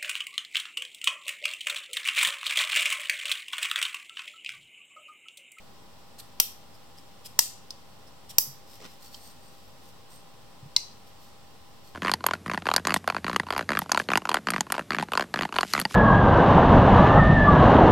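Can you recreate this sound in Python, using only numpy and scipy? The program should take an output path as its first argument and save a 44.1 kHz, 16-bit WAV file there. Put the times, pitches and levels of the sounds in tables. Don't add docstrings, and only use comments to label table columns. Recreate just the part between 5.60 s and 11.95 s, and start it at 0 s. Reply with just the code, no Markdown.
import sys
import numpy as np
from scipy import signal
from scipy.fft import rfft, irfft, next_fast_len
from scipy.io import wavfile
from scipy.ndimage import uniform_filter1d

SR = 44100
rng = np.random.default_rng(int(sys.argv[2]) if len(sys.argv) > 2 else 0)


def unload_wav(signal):
    wavfile.write(
        sys.argv[1],
        SR,
        np.round(np.clip(np.atleast_2d(signal).T, -1, 1) * 32767).astype(np.int16),
    )


N = 280021
TIME = np.arange(N) / SR


def amp(db):
    return 10 ** (np.asarray(db) / 20)


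def unit(x):
    return x / np.sqrt(np.mean(x ** 2))


def read(points, hz):
    f, value = np.transpose(points)
    return np.interp(np.log(hz + 1), np.log(f), value)


def shape(x, gain):
    size = next_fast_len(x.shape[-1])
    return irfft(rfft(x, size) * gain(np.fft.rfftfreq(size, 1 / SR)), size)[..., :x.shape[-1]]


def colour(x, points):
    return unit(shape(x, lambda hz: amp(read(points, hz))))


def noise_pair(size, likeness):
    shared = np.sqrt(likeness) * rng.standard_normal(size)
    return shared + np.sqrt(1 - likeness) * rng.standard_normal((2, size))


def fade(t, t60):
    return np.exp(-np.log(1000) * t / t60)


def add(track, start_s, sound):
    start = max(int(start_s * SR), 0)
    part = sound[..., :N - start]
    track[:, start:start + part.shape[-1]] += part


# frequency in Hz, relative noise density in dB.
AIR_COLOUR = [(25, -12), (85, .3), (230, -3), (350, -9), (540, -6), (700, -9.5), (1030, -8), (1350, -12.5),
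              (2400, -16.5), (2850, -15), (5300, -17.5), (8300, -22), (12000, -26), (15500, -27)]
# frequency in Hz, share of power common to left and right.
AIR_SHARED = [(60, 0.31), (300, 0.21), (900, .45), (2400, 0.15), (15000, 0.02)]
# frequency in Hz, rms level in dB.
FAN_LINES = [(533, -76.5), (800.4, -65.5), (999, -74.5), (1049, -75.5)]


def fan(noise_db=-52.5, waver_hz=1.2):
    shared = shape(rng.standard_normal(N), lambda hz: np.sqrt(read(AIR_SHARED, hz)))
    sides = shape(rng.standard_normal((2, N)), lambda hz: np.sqrt(1 - read(AIR_SHARED, hz)))
    out = amp(noise_db) * colour(shared + sides, AIR_COLOUR)
    for hz, db in FAN_LINES:
        drift = unit(uniform_filter1d(rng.standard_normal(N), size=6000))
        phase = 2 * np.pi * np.cumsum(hz + waver_hz * drift) / SR
        out += amp(db) * np.sqrt(2) * np.sin(phase)
    return out


# frequency in Hz, t60 in seconds.
ECHO_DECAY = [(300, 0.1), (2800, 0.38), (5500, 0.39), (8500, 0.33), (12500, 0.29), (16000, 0.21)]
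# frequency in Hz, gain in dB.
ECHO_COLOUR = [(200, -6.5), (1500, -3), (3000, 1.5), (5500, -.5), (8500, 1), (12500, 3.5), (16000, -1)]


def echo(x, room_db, build_s=.009):
    t = TIME[:SR // 2]
    noise, tail = noise_pair(len(t), likeness=.15), 0
    centres_hz, t60s = np.transpose(ECHO_DECAY)
    for t60, weights in zip(t60s, np.eye(len(t60s))):
        band = list(zip(centres_hz, weights))
        tail += shape(noise, lambda hz: read(band, hz)) * fade(t, t60)
    onset = 1 - np.exp(-(t / build_s) ** 2)
    response = colour(tail * onset, ECHO_COLOUR) / np.sqrt(len(t))
    return amp(room_db) * signal.fftconvolve(x, response, axes=1)


def with_room(ring, noise, room_db, ring_spread_db=-6, pan_db=0):
    out = echo(noise + amp(ring_spread_db) * ring, room_db)
    out[:, :ring.shape[1]] += (ring + noise) * amp([[pan_db / 2], [-pan_db / 2]])
    return out


# start in seconds, level in dB, mode in Hz, t60 in seconds.
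BENCH_BUMPS = [(2.875, -41.5, 137, 0.24), (5.028, -36.5, 129, 0.11), (5.058, -37, 146, 0.091)]


def bench_bumps(rise_s=.0017):
    out, t = np.zeros((2, N)), TIME[:SR // 3]
    onset = 1 - np.exp(-t / rise_s)
    for start_s, level_db, hz, t60 in BENCH_BUMPS:
        add(out, start_s, amp(level_db) * np.sin(2 * np.pi * hz * t) * fade(t, t60) * onset)
    return out


def friction(strokes, surface, grain_db, ring_width_hz, room_db, pressure_db):
    out = np.zeros((2, N))
    for middle_s, half_s, level_db, ring_hz, ring_db in strokes:
        size = int(2 * half_s * SR)
        grain = np.repeat(rng.standard_normal(size), repeats=32)[:size]
        pressure = unit(uniform_filter1d(rng.standard_normal(size), size=300))
        slips = noise_pair(size, likeness=.45) * amp(grain_db * grain + pressure_db * pressure)
        resonance = shape(slips, lambda hz: 1 / (1 + 2j * (hz - ring_hz) / ring_width_hz) ** 2)
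        ring = amp(ring_db) * unit(resonance)
        swell = amp(level_db) * np.hanning(size)
        add(out, middle_s - half_s, with_room(swell * ring, swell * colour(slips, surface), room_db))
    return out


# middle in seconds, half-length in seconds, level in dB.
PIVOT_SQUEAKS = [(3.66, .12, -60), (3.86, .1, -68), (4.56, .1, -61)]
# frequency in Hz, gain in dB.
STEEL_COLOUR = [(800, -12), (2000, -4), (3500, 0.5), (5500, 5), (8000, 1), (10000, -2.5), (13000, 0),
                (16000, -4.5)]


def pivot(ring_hz=8540, ring_db=1):
    strokes = [(*squeak, ring_hz, ring_db) for squeak in PIVOT_SQUEAKS]
    return friction(strokes, STEEL_COLOUR, grain_db=3.5, ring_width_hz=400, room_db=-9, pressure_db=2.2)


# middle in seconds, half-length in seconds, level in dB, ring in Hz.
FINGER_RUBS = [(3.13, 0.095, -53.5, 5180), (3.31, 0.073, -57, 5180), (3.45, 0.074, -51, 4400),
               (3.55, .07, -52, 4450), (3.66, .1, -54, 4450), (4.27, .08, -59.5, 9070),
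               (4.53, .05, -55, 8540), (5.477, .022, -56.5, 11500), (5.64, .10, -59.5, 4400),
               (6.27, 0.059, -58.5, 4400)]
TURNING_RUB = (3.9, .6, -64, 4650)


def fingers(ring_db=-10):
    strokes = [(*rub, ring_db) for rub in FINGER_RUBS + [TURNING_RUB]]
    return friction(strokes, STEEL_COLOUR, grain_db=3.5, ring_width_hz=450, room_db=-7, pressure_db=1.3)


# middle in seconds, level in dB, ring in Hz.
PALM_BRUSHES = [(3.220, -48.5, 483), (3.252, -44.5, 278)]
# frequency in Hz, gain in dB.
PALM_COLOUR = [(100, 0), (400, -4), (1200, 0.5), (2700, -1), (4500, -5.5), (5600, -2.5), (9000, -15),
               (16000, -21)]


def palm(half_s=.033, ring_db=-7):
    strokes = [(middle_s, half_s, db, hz, ring_db) for middle_s, db, hz in PALM_BRUSHES]
    return friction(strokes, PALM_COLOUR, grain_db=2.5, ring_width_hz=350, room_db=-8, pressure_db=1.5)


# middle in seconds, level in dB, ring in Hz.
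TURRET_DRAGS = [(0.598, -42.5, 4350), (1.150, -59, 5100), (1.386, -54, 5100), (1.661, -40, 5150),
                (2.480, -60, 5300), (2.706, -41, 5600)]
# frequency in Hz, gain in dB.
DRAG_COLOUR = [(500, -20.5), (1800, -12), (3400, 0.5), (4200, -1.5), (5700, 0), (7200, -2), (8800, 0.5),
               (11000, -4), (12700, -3), (16000, -12)]


def turret_scrapes(half_s=.021, hard_drag_db=-41, hard_ring_db=-9, ring_per_db=.42):
    strokes = [(middle_s, half_s, db, hz, hard_ring_db + ring_per_db * (hard_drag_db - db))
               for middle_s, db, hz in TURRET_DRAGS]
    return friction(strokes, DRAG_COLOUR, grain_db=3, ring_width_hz=700, room_db=-10.5, pressure_db=.6)


def burst(spectrum, level_db, t60, likeness):
    t = TIME[:SR // 8]
    return amp(level_db) * colour(noise_pair(len(t), likeness), spectrum) * fade(t, t60)


def strike(modes, crack_colour, crack_db, crack_t60, scatter, rise_s):
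    t = TIME[:SR // 8]
    hz, db, t60 = np.transpose(modes)[:, :, None]
    phase = scatter * rng.uniform(-np.pi, np.pi, hz.shape)
    skew_rad = .898 * (hz / 10000) ** 2 * rng.standard_normal(hz.shape)
    stereo_phase = np.array([phase + skew_rad, phase - skew_rad])
    ring = np.sum(amp(db) * fade(t, t60) * np.sin(2 * np.pi * hz * t + stereo_phase), axis=1)
    crack = burst(crack_colour, crack_db, crack_t60, likeness=.2)
    return np.array([ring, crack]) * (1 - np.exp(-t / rise_s))


# start in seconds, level in dB, ring in Hz.
LOOSE_TICKS = [(2.1057, -25, 5050), (3.5442, -32, 3170), (3.5480, -35.5, 4470)]
# frequency in Hz, gain in dB.
LOOSE_COLOUR = [(300, -15), (2000, -18), (3500, -8), (5000, 3), (6200, -3.5), (9000, -11.5), (10500, -16),
                (14000, -16), (16000, -25)]


def loose_parts(ring_db=-3, ring_t60_s=.028):
    out = np.zeros((2, N))
    for start_s, level_db, hz in LOOSE_TICKS:
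        modes = [(hz, ring_db, ring_t60_s)]
        ring, crack = strike(modes, LOOSE_COLOUR, crack_db=-3, crack_t60=.02, scatter=0, rise_s=.00053)
        add(out, start_s, amp(level_db) * with_room(ring, crack, room_db=-13.5))
    return out


# mode in Hz, level in dB, t60 in seconds.
JAW_MODES = [(960, -37.5, 0.05), (2107, -35, 0.09), (2821, -32.5, 0.031), (3610, -22.5, 0.015),
             (4025, -4.5, 0.017), (4380, -5.5, 0.015), (4700, -18, .012), (5060, -19, 0.03),
             (5320, -17.5, 0.028), (5830, -15, 0.019), (7500, -23.5, 0.017), (8040, -29.5, .03),
             (8800, -28, 0.026), (12390, -40, .03)]
# frequency in Hz, gain in dB.
JAW_CRACK = [(200, -27), (1500, -27), (2500, -9), (3400, -13), (4100, 0.5), (5900, 1.5), (7500, -10),
             (10000, -21), (14000, -23), (16000, -29)]


def punch_clack(start_s=5.1639, level_db=.3):
    out = np.zeros((2, N))
    ring, crack = strike(JAW_MODES, JAW_CRACK, crack_db=-16, crack_t60=.027, scatter=.15, rise_s=.0003)
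    impact = burst(JAW_CRACK, level_db=-6, t60=.005, likeness=.6)
    clack = with_room(ring, crack + impact, room_db=-11, ring_spread_db=-13, pan_db=1.6)
    add(out, start_s, amp(level_db) * clack)
    return out


# start in seconds, level in dB, impact in dB, then gains in dB at 3, 6 and 12.5 kHz.
NOTCH_SNAPS = [(0.8, -.3, -7, 3, -2.5, -.5), (1.7906, -.2, -1.5, -1.5, 5, -4),
               (2.7838, -1.3, 0, -12, 2, 3.5)]
# mode in Hz, level in dB, t60 in seconds.
TURRET_MODES = [(910, -30, 0.037), (2834, -23.5, .022), (3300, -29, .02), (4340, -21.5, 0.027),
                (4774, -19, 0.02), (5000, -16, .024), (5450, -13.5, 0.025), (5752, -10.5, 0.022),
                (6070, -12.5, 0.015), (6220, -12.5, .02), (7110, -20.5, 0.023), (7470, -22.5, 0.018),
                (8650, -20, 0.0221), (9350, -21, 0.025), (11240, -24.5, .018), (12100, -18.5, .022),
                (12320, -13, 0.023), (13100, -14.5, .022), (14060, -18, 0.018), (14210, -20, .018),
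                (15570, -21, .022)]
# frequency in Hz, gain in dB.
CHATTER_COLOUR = [(300, -29.5), (750, -13), (1400, -11.5), (2200, -13), (2900, -5.5), (3700, -6.5),
                  (5700, 1.5), (7500, -1), (9800, -4.5), (12600, 1.5), (14500, 1.5), (16000, -3.5)]
THUD_COLOUR = [(100, -32), (300, -19), (700, -3), (1300, 1), (2000, -2), (2800, -18), (6000, -35.5)]


def turret_snaps(thud_db=-19, thud_per_db=.55):
    out = np.zeros((2, N))
    hz, db, t60 = np.transpose(TURRET_MODES)
    for start_s, level_db, impact_db, low_db, mid_db, treble_db in NOTCH_SNAPS:
        notch = [(1500, 0), (3000, low_db), (4500, 0), (6000, mid_db), (8500, 0),
                 (12500, treble_db), (16000, 1.5 * treble_db)]
        modes = np.transpose([hz, db + read(notch, hz), t60])
        spectrum = [(f, gain_db + read(notch, f)) for f, gain_db in CHATTER_COLOUR]
        ring, chatter = strike(modes, spectrum, crack_db=-8.5, crack_t60=.032, scatter=.98, rise_s=.00016)
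        impact = burst(spectrum, impact_db, t60=.007, likeness=.35)
        thud_level_db = impact_db + thud_db - thud_per_db * treble_db
        thud = burst(THUD_COLOUR, thud_level_db, t60=.007, likeness=.6)
        snap = with_room(ring, chatter + impact + thud, room_db=-10.5, pan_db=1.5)
        add(out, start_s, amp(level_db) * snap)
    return out


def scene():
    clicks = turret_snaps() + punch_clack() + loose_parts()
    rubs = turret_scrapes() + fingers() + palm() + pivot()
    return fan() + bench_bumps() + rubs + clicks


# centre in Hz, half-width in Hz, gain in dB.
HOUSING_DIPS = [(1605, 112, -4.5), (2260, 130, -3), (6550, 154, -12.5), (10400, 250, -13.5)]


def record(dry, ceiling=.93, top_hz=16100, dc_offset=-.00275):
    def housing(hz):
        return amp(sum(db / (1 + ((hz - f) / width) ** 2) for f, width, db in HOUSING_DIPS))

    clipped = np.clip(shape(dry, housing), -ceiling, ceiling)
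    lowpass = signal.ellip(10, .2, 70, top_hz, fs=SR, output="sos")
    return signal.sosfilt(lowpass, clipped) + dc_offset


dry = scene()
out = record(dry)
unload_wav(out)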